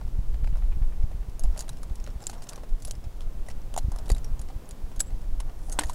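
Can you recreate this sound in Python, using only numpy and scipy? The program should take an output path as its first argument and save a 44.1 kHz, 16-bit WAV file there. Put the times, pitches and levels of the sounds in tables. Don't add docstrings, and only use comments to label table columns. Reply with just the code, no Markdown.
import sys
import numpy as np
from scipy import signal
from scipy.fft import rfft, irfft
from scipy.io import wavfile
from scipy.ndimage import uniform_filter1d

SR = 44100
rng = np.random.default_rng(int(sys.argv[2]) if len(sys.argv) > 2 else 0)


def field_ratio(decibels):
    return 10 ** (np.asarray(decibels, dtype=float) / 20)


def store_wav(level_fs):
    pcm = np.round(np.clip(np.atleast_2d(level_fs), -1, 1) * 32767)
    wavfile.write(sys.argv[1], SR, pcm.T.astype(np.int16))


N = 261954
TIME = np.arange(N) / SR


def unit(x):
    return x / np.sqrt(np.mean(x ** 2) + 1e-30)


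def colour(x, points):
    hz, db = np.transpose(points)
    log_hz = np.log(np.fft.rfftfreq(len(x), 1 / SR) + 1e-3)
    gain = field_ratio(np.interp(log_hz, np.log(hz), db, left=-80, right=-80))
    return irfft(rfft(x) * gain, len(x))


def hump(hz, octaves, skirt_db):
    return [(hz / 2 ** octaves, skirt_db), (hz, 0), (hz * 2 ** octaves, skirt_db)]


def smooth_twice(x, size):
    return uniform_filter1d(uniform_filter1d(x, size), size)


def walk(rate):
    hold = int(SR / rate)
    steps = np.repeat(rng.standard_normal(N // hold + 1), hold)
    return unit(smooth_twice(steps, hold)[:N])


def steady(x, window_s=0.16):
    return x / np.sqrt(smooth_twice(x ** 2, int(window_s * SR)) + 1e-30)


def curves(table):
    s, *columns = np.transpose(table)
    return [np.interp(TIME, s, c) for c in columns]


def add(out, s, x):
    i = int(s * SR)
    out[i:i + len(x)] += x[:N - i]


# freq_hz [Hz], density_db [dB per Hz]
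AIR_SPECTRUM = [(100, -20), (150, -2), (340, -8.4), (950, -17.2), (1600, -25), (4500, -31), (15750, -35.6),
                (15950, -52)]


def air():
    level_db = -51.7 + 0.5 * walk(1.5)
    return unit(colour(rng.standard_normal(N), AIR_SPECTRUM)) * field_ratio(level_db)


# start_s [s], level_db [dB]
FAR_KNOCKS = [(0.433, -60), (0.525, -55), (0.62, -53), (0.719, -52.5), (.82, -53), (.92, -55.5),
              (1.024, -56.5), (1.123, -61), (1.224, -57)]


def machine():
    out, t = np.zeros(N), TIME[:4096]
    for s, db in FAR_KNOCKS:
        puff = unit(colour(rng.standard_normal(len(t)), [(700, 4), (1400, -6), (2300, -3.5), (4500, -22)]))
        add(out, s, field_ratio(db + 2.5 - 60 * t / 0.1) * (1 - np.exp(-t / 0.00093)) * puff)
    return out


# start_s [s], level_db [dB]
GUST = [(0, -33), (.2, -24), (.65, -25), (1.1, -24), (1.27, -37), (1.47, -23), (1.62, -33), (2.1, -34),
        (2.4, -39), (2.72, -34), (3.1, -37), (3.4, -32), (3.75, -32), (4.3, -27.5), (4.65, -42), (5.2, -29),
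        (5.55, -33), (5.86, -30)]
# freq_hz [Hz], density_db [dB per Hz]
RUMBLE_SPECTRUM = [(8, 4), (20, 3), (35, -6), (55, -10.5), (90, -36)]
# freq_hz [Hz], density_db [dB per Hz]
FLUTTER_SPECTRUM = [(40, -28), (65, 1.5), (120, -2), (200, -18), (350, -32)]


def buffeting():
    gust_db, = curves(GUST)
    flutter_db = -42.5 + 0.48 * (gust_db + 28)
    rumble = steady(colour(rng.standard_normal(N), RUMBLE_SPECTRUM))
    flutter = unit(colour(rng.standard_normal(N), FLUTTER_SPECTRUM))
    out = field_ratio(gust_db + 1.8 + 2.2 * walk(14)) * rumble
    return out + field_ratio(flutter_db - 3.5 + 1.97 * walk(22)) * flutter


# start_s [s], peak_db [dB], cycle_hz [Hz]
SLAPS = [(0.033, -27.5, 65.7), (0.086, -26, 73.0), (0.191, -20, 79.5), (0.434, -22, 70), (0.48, -27, 70.5),
         (0.528, -25.5, 91.5), (0.773, -22, 70.4), (0.818, -22, 66.5), (1.041, -22, 80.5),
         (1.149, -29, 85.5), (1.287, -27.5, 75.5), (2.161, -26, 64), (2.983, -33, 80.0), (3.071, -27, 70),
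         (3.848, -18.5, 53), (3.885, -21, 98), (4.318, -26, 59), (4.399, -28.5, 61), (4.563, -24.5, 50.7),
         (4.73, -33, 50.3), (4.842, -26, 49), (5.112, -27, 49.7), (5.145, -32, 80), (5.388, -36, 50),
         (5.858, -28.5, 57)]
# start_s [s], peak_db [dB], cycle_hz [Hz]
DIPS = [(.29, -17, 30), (.648, -14, 40), (1.008, -19, 35), (1.212, -20, 40), (2.733, -14, 30),
        (3.27, -19, 30), (4.335, -18, 40), (5.126, -22, 45), (5.335, -20, 40), (5.48, -23, 25),
        (2.01, -23, 25), (5.71, -24, 25)]
# start_s [s], peak_db [dB], swing_hz [swings per s]
SHOVES = [(1.442, -15, 22), (1.909, -20, 40), (4.1165, -10, 38), (2.092, -24, 32), (5.285, -22, 15),
          (4.975, -21, 16), (1.522, -24, 18)]


def eddies():
    out, t = np.zeros(N), TIME[:4410] - 0.05
    for s, db, hz in SLAPS:
        swing = -np.tanh(8 * t * hz) * np.exp(-(t * hz / 0.73) ** 2)
        add(out, max(s + t[0], 0), field_ratio(db + 3.5) * swing)
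    for s, db, hz in DIPS:
        u = (2.2 * t * hz) ** 2
        add(out, s + t[0], field_ratio(db) * (2 * u - 1) * np.exp(-u))
    for s, db, hz in SHOVES:
        turn = np.minimum(TIME[:len(t)] * hz, 1)
        onset = np.minimum(turn / 0.12, 1)
        add(out, s, field_ratio(db - 6 * turn) * onset * np.sin(2 * np.pi * turn ** 0.75))
    return out


# start_s [s], creak_db [dB]
EFFORT = [(0, -70), (1.32, -70), (1.58, -48), (1.8, -69), (2.3, -58), (2.52, -50), (2.7, -79), (3.4, -62),
          (3.58, -68), (3.9, -57), (4.12, -52), (4.35, -66), (5.05, -58), (5.64, -60), (5.72, -49),
          (5.82, -43), (5.94, -49)]
# start_s [s], rustle_db [dB]
DRAG = [
    (5.55, -76),
    (5.64, -66),
    (5.72, -63),
    (5.77, -74),
    (5.82, -63),
    (5.94, -72),
]


def rope():
    (creak_db,), (drag_db,) = curves(EFFORT), curves(DRAG)
    rustle_db = -70.5 + 0.33 * (creak_db + 61)
    burst_db = 3.5 * np.minimum(rng.exponential(size=(2, N)), 6)
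    fibres, webbing = rng.standard_normal((2, N)) * field_ratio(burst_db)
    rustle = unit(colour(fibres, [(3000, -1), (6000, 1), (9500, -5), (12500, -10.5), (15500, -5)]))
    rustle = rustle * field_ratio(rustle_db - 1.3 + 1.8 * walk(150))
    sheath = unit(colour(fibres, [(5000, -13), (9800, 0), (13000, -13), (15500, -28)]))
    sheath = (TIME > DRAG[0][0]) * field_ratio(drag_db) * sheath
    creak = unit(colour(webbing, hump(695, 1.5, -15.5))) * field_ratio(creak_db - 4.0 + 3.9 * walk(40))
    return rustle + sheath + creak


# start_s [s], pitch_hz [Hz], level_db [dB]
RINGS = [(1.3944, 11070, -47), (1.4368, 6830, -50), (1.4368, 11000, -50.5), (1.592, 4800, -47),
         (1.6915, 11100, -50), (2.4214, 9520, -57), (2.8219, 8200, -62), (2.8497, 10070, -44),
         (2.8735, 12400, -54), (4.1009, 4690, -51), (4.1646, 11530, -61), (4.9611, 6480, -56),
         (5.0598, 7760, -60), (5.0678, 7500, -56), (5.0758, 7820, -51.5), (5.7233, 6480, -39.5),
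         (5.7233, 8160, -39), (5.7233, 10050, -44), (5.8099, 11000, -54), (5.8354, 10000, -54),
         (5.8354, 10910, -60), (5.9327, 12500, -55)]
# pitch_hz [Hz], level_db [dB], fall_s [s to fall 80 dB]
GATE_MODES = [
    (2310, -43, 0.028),
    (7600, -57, 0.24),
    (7770, -23.5, 0.052),
    (10910, -37, 0.093),
]
# start_s [s], pitch_hz [Hz], level_db [dB], fall_s [s to fall 80 dB]
BODIES = [(3.7406, 600, -40, .03), (5.809, 300, -38, .06), (5.69, 280, -44, .06), (5.0037, 1600, -40, .02),
          (.3432, 720, -50, .04), (.354, 700, -52, .03), (.444, 900, -46, .03), (.4738, 850, -48, .03),
          (.558, 1000, -51, .03), (3.918, 800, -44, .04), (5.684, 760, -43, .03), (1.4368, 645, -52, .04),
          (3.7641, 740, -38, .025), (3.7765, 690, -33, .04), (4.1009, 444, -31.5, 0.045),
          (5.7886, 300, -40, 0.17), (5.7892, 960, -20.5, 0.018), (5.7886, 1563, -35, 0.056),
          (5.8354, 1830, -39, 0.044), (5.8964, 980, -30.5, .027)]
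# start_s [s], pitch_hz [Hz], level_db [dB]
CHIMES = [(1.3944, 6500, -46), (1.406, 6600, -54), (1.5767, 11000, -46), (1.592, 9300, -44),
          (1.6066, 11000, -45), (1.6066, 4700, -44), (1.6915, 3900, -42), (1.6925, 6300, -46),
          (2.2225, 7400, -50), (2.2686, 9600, -38), (2.27, 5000, -42), (2.8735, 10200, -48),
          (2.9101, 3200, -44), (2.912, 10200, -42), (2.962, 9800, -58), (3.464, 9400, -57),
          (3.47, 5600, -56), (3.4858, 1950, -48), (3.488, 9400, -50), (3.7406, 8800, -46),
          (3.92, 10700, -52), (3.9612, 5300, -52), (4.06, 3650, -52), (4.066, 6300, -54),
          (4.0812, 10900, -52), (4.0919, 12600, -46), (4.0919, 3200, -50), (4.1166, 4650, -38),
          (4.119, 9500, -42), (4.1482, 10800, -50), (4.2449, 8400, -52), (4.2449, 12400, -56),
          (4.396, 11800, -57), (4.4152, 6800, -52), (4.9611, 11700, -56), (5.403, 5300, -44),
          (5.884, 11800, -54)]
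# start_s [s], level_db [dB]
LINK_NUDGES = [(1.525, -67), (1.9556, -67), (2.0411, -63), (2.103, -68), (2.2394, -69), (2.381, -68),
               (2.5327, -63), (4.2443, -59)]


def rings():
    out, t = np.zeros(N), TIME[:8820]
    struck = [(s, hz, db, 0.067) for s, hz, db in RINGS]
    struck += [(5.0037, *mode) for mode in GATE_MODES]
    struck += list(BODIES)
    struck += [(s, hz, db - 2, 0.034) for s, hz, db in CHIMES]
    struck += [(s, 5600, db, 0.18) for s, db in LINK_NUDGES]
    for s, hz, db, t60 in struck:
        twin_phase = 2 * np.pi * rng.random()
        touch_db = 3 * unit(uniform_filter1d(rng.standard_normal(len(t)), size=90))
        pair = np.sin(2 * np.pi * hz * t) + 0.3 * np.sin(2 * np.pi * hz * 1.008 * t + twin_phase)
        add(out, s, field_ratio(db + 5.5 - 80 * t / t60 + touch_db) * (1 - np.exp(-t / 0.00077)) * pair)
    return out


# start_s [s], pitch_hz [Hz], level_db [dB]
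SNAPS = [(1.4366, 7700, -33), (1.5765, 4480, -35), (1.5918, 9500, -32), (1.6064, 2760, -40),
         (1.6066, 6090, -35), (1.6816, 3450, -37), (1.6816, 2300, -44), (2.2215, 7580, -40),
         (2.2686, 3560, -38), (2.2687, 7240, -19), (2.4902, 6200, -32), (2.5327, 4700, -36),
         (2.5586, 6090, -38), (2.5588, 3100, -40), (2.9103, 6320, -24), (3.7406, 3220, -38),
         (3.7641, 6890, -30), (3.778, 7000, -24), (4.109, 4700, -38), (5.0043, 6320, -21),
         (5.0043, 11140, -26), (5.7185, 10100, -34), (5.7897, 3450, -19), (5.7897, 8300, -22),
         (5.806, 10000, -36), (5.82, 8000, -34), (5.8356, 3220, -36), (5.8579, 6900, -38),
         (3.5136, 5500, -40), (3.618, 5800, -46)]
# start_s [s], pitch_hz [Hz], level_db [dB]
THUDS = [(1.3946, 620, -42), (1.4425, 720, -34), (1.561, 650, -39), (1.58, 560, -39), (1.636, 920, -46),
         (1.8325, 1260, -42), (2.2265, 800, -37), (2.2967, 1490, -43), (2.332, 900, -40),
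         (2.5327, 1150, -43), (2.579, 800, -39), (2.8803, 700, -41), (3.4858, 1950, -42),
         (3.4858, 700, -37), (3.7645, 880, -28), (3.7768, 740, -20), (3.778, 2180, -40), (3.789, 800, -36),
         (4.1009, 1950, -38), (4.1015, 600, -26), (5.0037, 1600, -36), (5.7925, 1490, -25),
         (5.806, 480, -36), (5.809, 2070, -38), (5.8165, 1840, -37), (5.8356, 920, -33), (4.502, 800, -40)]


def snaps_and_thuds():
    out, t = np.zeros(N), TIME[:1500]
    for table, t60 in ((SNAPS, 0.007), (THUDS, 0.022)):
        for s, hz, db in table:
            add(out, s, field_ratio(db - 60 * t / t60) * np.sin(2 * np.pi * hz * t))
    return out


# start_s [s], level_db [dB]
PUSHES = [
    (.4448, -32),
    (.4752, -35),
    (5.7894, -12),
]


def pushes():
    out, width_s = np.zeros(N), 0.00012
    for s, db in PUSHES:
        u = (TIME - s) / width_s
        out += field_ratio(db) * (np.exp(-u ** 2) - np.exp(-(u / 4 - 1) ** 2) / 4)
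    return out


# start_s [s], crack_db [dB], brightest_hz [Hz], rattle_t60_s [s]
FREE_CLINKS = [(1.3944, -30.5, 9520, 0.02), (1.5767, -35, 4500, .038), (1.592, -29.5, 6740, .051),
               (1.6066, -28, 6750, 0.039), (1.9556, -42, 6380, .036), (2.2586, -47, 7640, .034),
               (2.2686, -25, 7370, 0.03), (2.4399, -44, 7600, .03), (2.4902, -31.5, 6240, .064),
               (2.8219, -41.5, 6980, 0.063), (2.8497, -32, 10000, 0.04), (2.8735, -40, 5990, 0.054),
               (2.8855, -41, 6910, .022), (2.9101, -28, 6750, 0.025), (4.0919, -34, 7860, 0.027),
               (4.6909, -40, 9800, .014), (4.7096, -37.5, 6840, 0.043), (4.9952, -31.5, 7600, .073),
               (5.0037, -19.5, 7900, 0.03), (5.0073, -23, 7640, .027), (5.7183, -37, 6440, 0.028),
               (5.7233, -34, 8270, 0.064), (5.7925, -15, 8130, 0.016)]
# start_s [s], crack_db [dB], brightest_hz [Hz], rattle_t60_s [s]
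HARNESS_CLINKS = [(1.6915, -30, 8300, 0.03), (2.2902, -46, 9910, .028), (2.2967, -34, 4400, .05),
                  (2.8803, -37.5, 8300, 0.02), (3.7406, -35, 3470, .025), (4.1166, -28, 7060, .031),
                  (4.3939, -41.5, 6740, .041), (4.4152, -41.5, 9700, 0.044), (4.9611, -46, 10200, .044),
                  (5.6973, -34.5, 9600, 0.011), (5.8681, -43, 6100, 0.057), (5.8964, -32.5, 4640, 0.055),
                  (5.9327, -39, 8000, .039)]
# start_s [s], crack_db [dB], brightest_hz [Hz], rattle_t60_s [s]
FREE_CLACKS = [(2.0411, -44, 6560, .036), (2.2394, -42, 5200, .027), (2.3137, -42.5, 6700, .032),
               (2.5586, -39, 5880, 0.031), (3.5136, -47, 3170, .029), (3.7867, -31.5, 6700, .019),
               (4.1821, -43, 7400, 0.034), (4.2449, -40.5, 5600, 0.04), (5.8579, -46, 6760, 0.045),
               (5.8837, -44, 8910, 0.21)]
# start_s [s], crack_db [dB], brightest_hz [Hz], rattle_t60_s [s]
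BUCKLE_CLACKS = [(1.6814, -44, 3500, 0.027), (1.6229, -44, 6760, .034), (2.4214, -43.5, 4700, 0.081),
                 (2.4872, -47, 6170, .03), (2.5327, -38, 4830, .025), (3.2073, -42, 3360, .017),
                 (3.9865, -40, 5200, 0.038), (4.0812, -40.5, 4500, .021), (4.1009, -27, 4670, 0.018),
                 (5.4018, -34.5, 9740, 0.037), (5.8354, -30.5, 6100, 0.044)]
# start_s [s], crack_db [dB], brightest_hz [Hz], rattle_t60_s [s]
BUMPS = [
    (.3432, -51.5, 4600, .03),
    (.4738, -49, 4830, 0.03),
    (2.0646, -45.5, 5170, 0.015),
    (5.7894, -28, 6120, 0.05),
    (5.81, -40, 5300, 0.061),
]
# start_s [s], crack_db [dB], brightest_hz [Hz], rattle_t60_s [s]
BELT_CLINKS = [(1.4368, -39, 4960, 0.048), (1.8309, -39, 10200, 0.047), (2.2269, -43, 5000, 0.03),
               (3.4858, -36, 6840, 0.027), (3.7641, -29, 7020, .013), (3.7765, -25, 9000, 0.044),
               (3.918, -37, 6400, 0.029), (3.9612, -40, 10600, .026), (4.1482, -41.5, 3840, .038),
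               (5.82, -45, 7040, .06), (5.8304, -51, 4650, .043)]
# start_s [s], crack_db [dB], brightest_hz [Hz], rattle_t60_s [s]
REBOUNDS = [(1.406, -50, 9500, .03), (1.604, -42, 5000, .02), (1.611, -42, 7000, .02),
            (2.2225, -47, 7400, .012), (2.273, -43, 7300, .03), (2.335, -50, 9000, .015),
            (2.342, -49, 8000, .015), (2.472, -50, 5500, .015), (2.87, -48, 6500, .015),
            (2.921, -44, 8000, .02), (3.83, -57, 5200, .05), (4.104, -36, 9000, .025),
            (4.656, -56, 6800, .03), (5.407, -49, 8000, .03), (5.737, -48, 10000, .04),
            (5.668, -52, 9800, .03), (5.685, -50, 9500, .02), (5.705, -50, 10200, .03),
            (5.799, -47, 2200, .03), (5.826, -48, 6500, .02), (5.843, -46, 4000, .03),
            (5.875, -50, 9400, .03), (5.892, -49, 7000, .015), (5.904, -44, 6500, .03),
            (5.912, -50, 8600, .03), (2.497, -44, 9500, .03), (2.432, -50, 12000, .015),
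            (3.781, -36, 10500, .02), (3.791, -38, 4200, .02), (5.012, -50, 5300, .025)]
# start_s [s], crack_db [dB]
THIN_TICKS = [(1.032, -55), (1.2957, -54), (1.572, -49), (1.7243, -60), (1.77, -49.5), (1.7855, -55),
              (2.0, -50), (2.4346, -48), (2.5258, -51), (2.6422, -57), (2.6917, -52), (2.8007, -52),
              (2.898, -51), (2.9526, -52), (4.058, -50), (4.065, -52), (5.0598, -64), (5.0678, -61),
              (5.215, -55)]
# start_s [s], crack_db [dB]
PLAIN_TICKS = [(.078, -55), (.5703, -50.5), (.5806, -54), (1.5631, -50), (1.6433, -55), (1.7306, -52),
               (2.103, -55), (2.204, -51), (2.214, -52), (2.33, -46), (2.339, -51), (2.3495, -52),
               (2.381, -54.5), (2.4052, -60), (2.595, -63), (2.934, -56), (3.0407, -49), (3.217, -50.5),
               (3.2295, -59), (3.4645, -54), (3.5006, -45), (3.5068, -50), (4.1644, -47.5), (4.2396, -62),
               (4.487, -50.5), (5.6349, -55)]
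# start_s [s], crack_db [dB]
DULL_TICKS = [(.0128, -56), (.4424, -53), (.5552, -56), (1.1141, -57.5), (1.455, -56.5), (1.5469, -58),
              (1.8976, -59), (2.0747, -52), (2.0903, -61), (2.4683, -52.5), (2.522, -54), (2.578, -51),
              (2.6348, -53), (3.0549, -64), (4.5012, -56.5), (4.9155, -54), (5.105, -57.5), (5.4962, -57.5),
              (5.6842, -70), (5.777, -64)]


def touches():
    # (table, clack dB above crack, knock dB above crack)
    firm = [(FREE_CLINKS, -19, -21), (HARNESS_CLINKS, -13.5, -7.5), (FREE_CLACKS, -9, -16.5),
            (BUCKLE_CLACKS, -6, -4.5), (BUMPS, 3.5, 0), (BELT_CLINKS, -21, -5.5), (REBOUNDS, -19, -21)]
    light = [(THIN_TICKS, -7, -12), (PLAIN_TICKS, -3.5, 1), (DULL_TICKS, 0.3, 11.5)]
    rows = []
    for table, clack_db, knock_db in firm:
        rows += [(s, db, hz, clack_db, knock_db, t60) for s, db, hz, t60 in table]
    for table, clack_db, knock_db in light:
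        rows += [(s, db, 5300, clack_db, knock_db, 0.055) for s, db in table]
    return rows


def change_db(table, s):
    return sum(db for when, db in table if abs(when - s) < 0.003)


# freq_hz [Hz], density_db [dB per Hz]
CRACK_SPECTRUM = [(2500, -11), (4000, -5.5), (7000, -0.5), (10800, -4), (12500, -11.5), (16000, -20)]
GEAR_HZ = np.array([4700, 5600, 6500, 8300, 9700, 11000])
# start_s [s], change_db [dB]
WEAKER_RING = [(1.4368, -5), (1.5767, -4), (1.6066, -6), (1.6915, -5), (2.5327, -5), (2.8803, -10), (3.4858, -10),
               (3.5136, -8), (3.7406, -8), (3.7867, -5), (3.918, -12), (4.0919, -6), (4.1009, -6), (4.9611, -6),
               (5.8681, -8), (5.8837, -10)]
# start_s [s], knock_change_db [dB]
WEAKER_KNOCK = [(.4424, -8), (1.4368, -8), (1.5469, -12), (2.0646, -8), (2.4683, -4), (2.522, -12),
                (2.5327, -8), (3.2073, -6), (3.5006, -8), (4.1166, -4), (4.9155, -8), (3.7641, -10),
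                (3.7765, -8), (5.8964, -6), (5.7886, -12), (5.8354, -8)]


def contacts():
    out, t = np.zeros(N), TIME[:4096]
    for s, db, hz, clack_db, knock_db, t60 in touches():
        noise = rng.standard_normal((4, len(t)))
        chatter = field_ratio(2.6 * unit(uniform_filter1d(noise[3], size=30)))
        tail = field_ratio(-60 * t / max(t60, 0.008)) * chatter
        first_touch = 1.25 * field_ratio(-60 * t / 0.003)
        shape = (tail + first_touch) * (1 - np.exp(-t / 0.00017))
        top_hz, top_db = CRACK_SPECTRUM[-1]
        edge = CRACK_SPECTRUM[:-1] + [(top_hz, top_db + 0.72 * (db + 25))]
        crack = shape * unit(colour(noise[0], edge))
        body = field_ratio(-60 * t / 0.017) * unit(colour(noise[1], hump(hz, 0.18, -36)))
        wake = field_ratio(2.5 * noise[1, :len(GEAR_HZ), None] - 20)
        mode_hz = GEAR_HZ[:, None] * (1 + 0.014 * noise[2, 0])
        body += field_ratio(-60 * t / 0.023) * np.sum(wake * np.sin(2 * np.pi * mode_hz * t), axis=0)
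        body *= field_ratio(change_db(WEAKER_RING, s))
        clack = shape * unit(colour(noise[2], hump(2400, 0.97, -4.0)))
        knock_hz = 660 * (1 + 0.087 * noise[3, 0])
        padding = 1.09 * unit(colour(noise[3], hump(680, 1.7, -21.5)))
        knock = field_ratio(-60 * t / 0.035) * (np.sin(2 * np.pi * knock_hz * t) + padding)
        knock *= field_ratio(change_db(WEAKER_KNOCK, s))
        mix = crack + 1.38 * body + field_ratio(clack_db + 3.5) * clack + field_ratio(knock_db + 6) * knock
        add(out, s, field_ratio(db - 7) * mix)
    return out


def tree_scatter(gear):
    t = TIME[:4096]
    scatter = colour(rng.standard_normal(len(t)), hump(1900, 4.5, -26)) * field_ratio(-60 * t / 0.028)
    return signal.fftconvolve(gear, scatter / np.sqrt(np.sum(scatter ** 2)))[:N]


def scene():
    around = air() + machine() + buffeting() + eddies() + rope()
    gear = rings() + snaps_and_thuds() + pushes() + contacts()
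    return (around + gear + field_ratio(-24) * tree_scatter(gear))[None]


def top_cut(x):
    return signal.sosfilt(signal.butter(12, 16660, fs=SR, output="sos"), x)


def record(dry):
    low_pass = signal.ellip(8, 0.2, 60, 16000, fs=SR, output="sos")
    mix = signal.sosfilt(low_pass, dry)
    return top_cut(mix)


dry = scene()
out = record(dry)
store_wav(out)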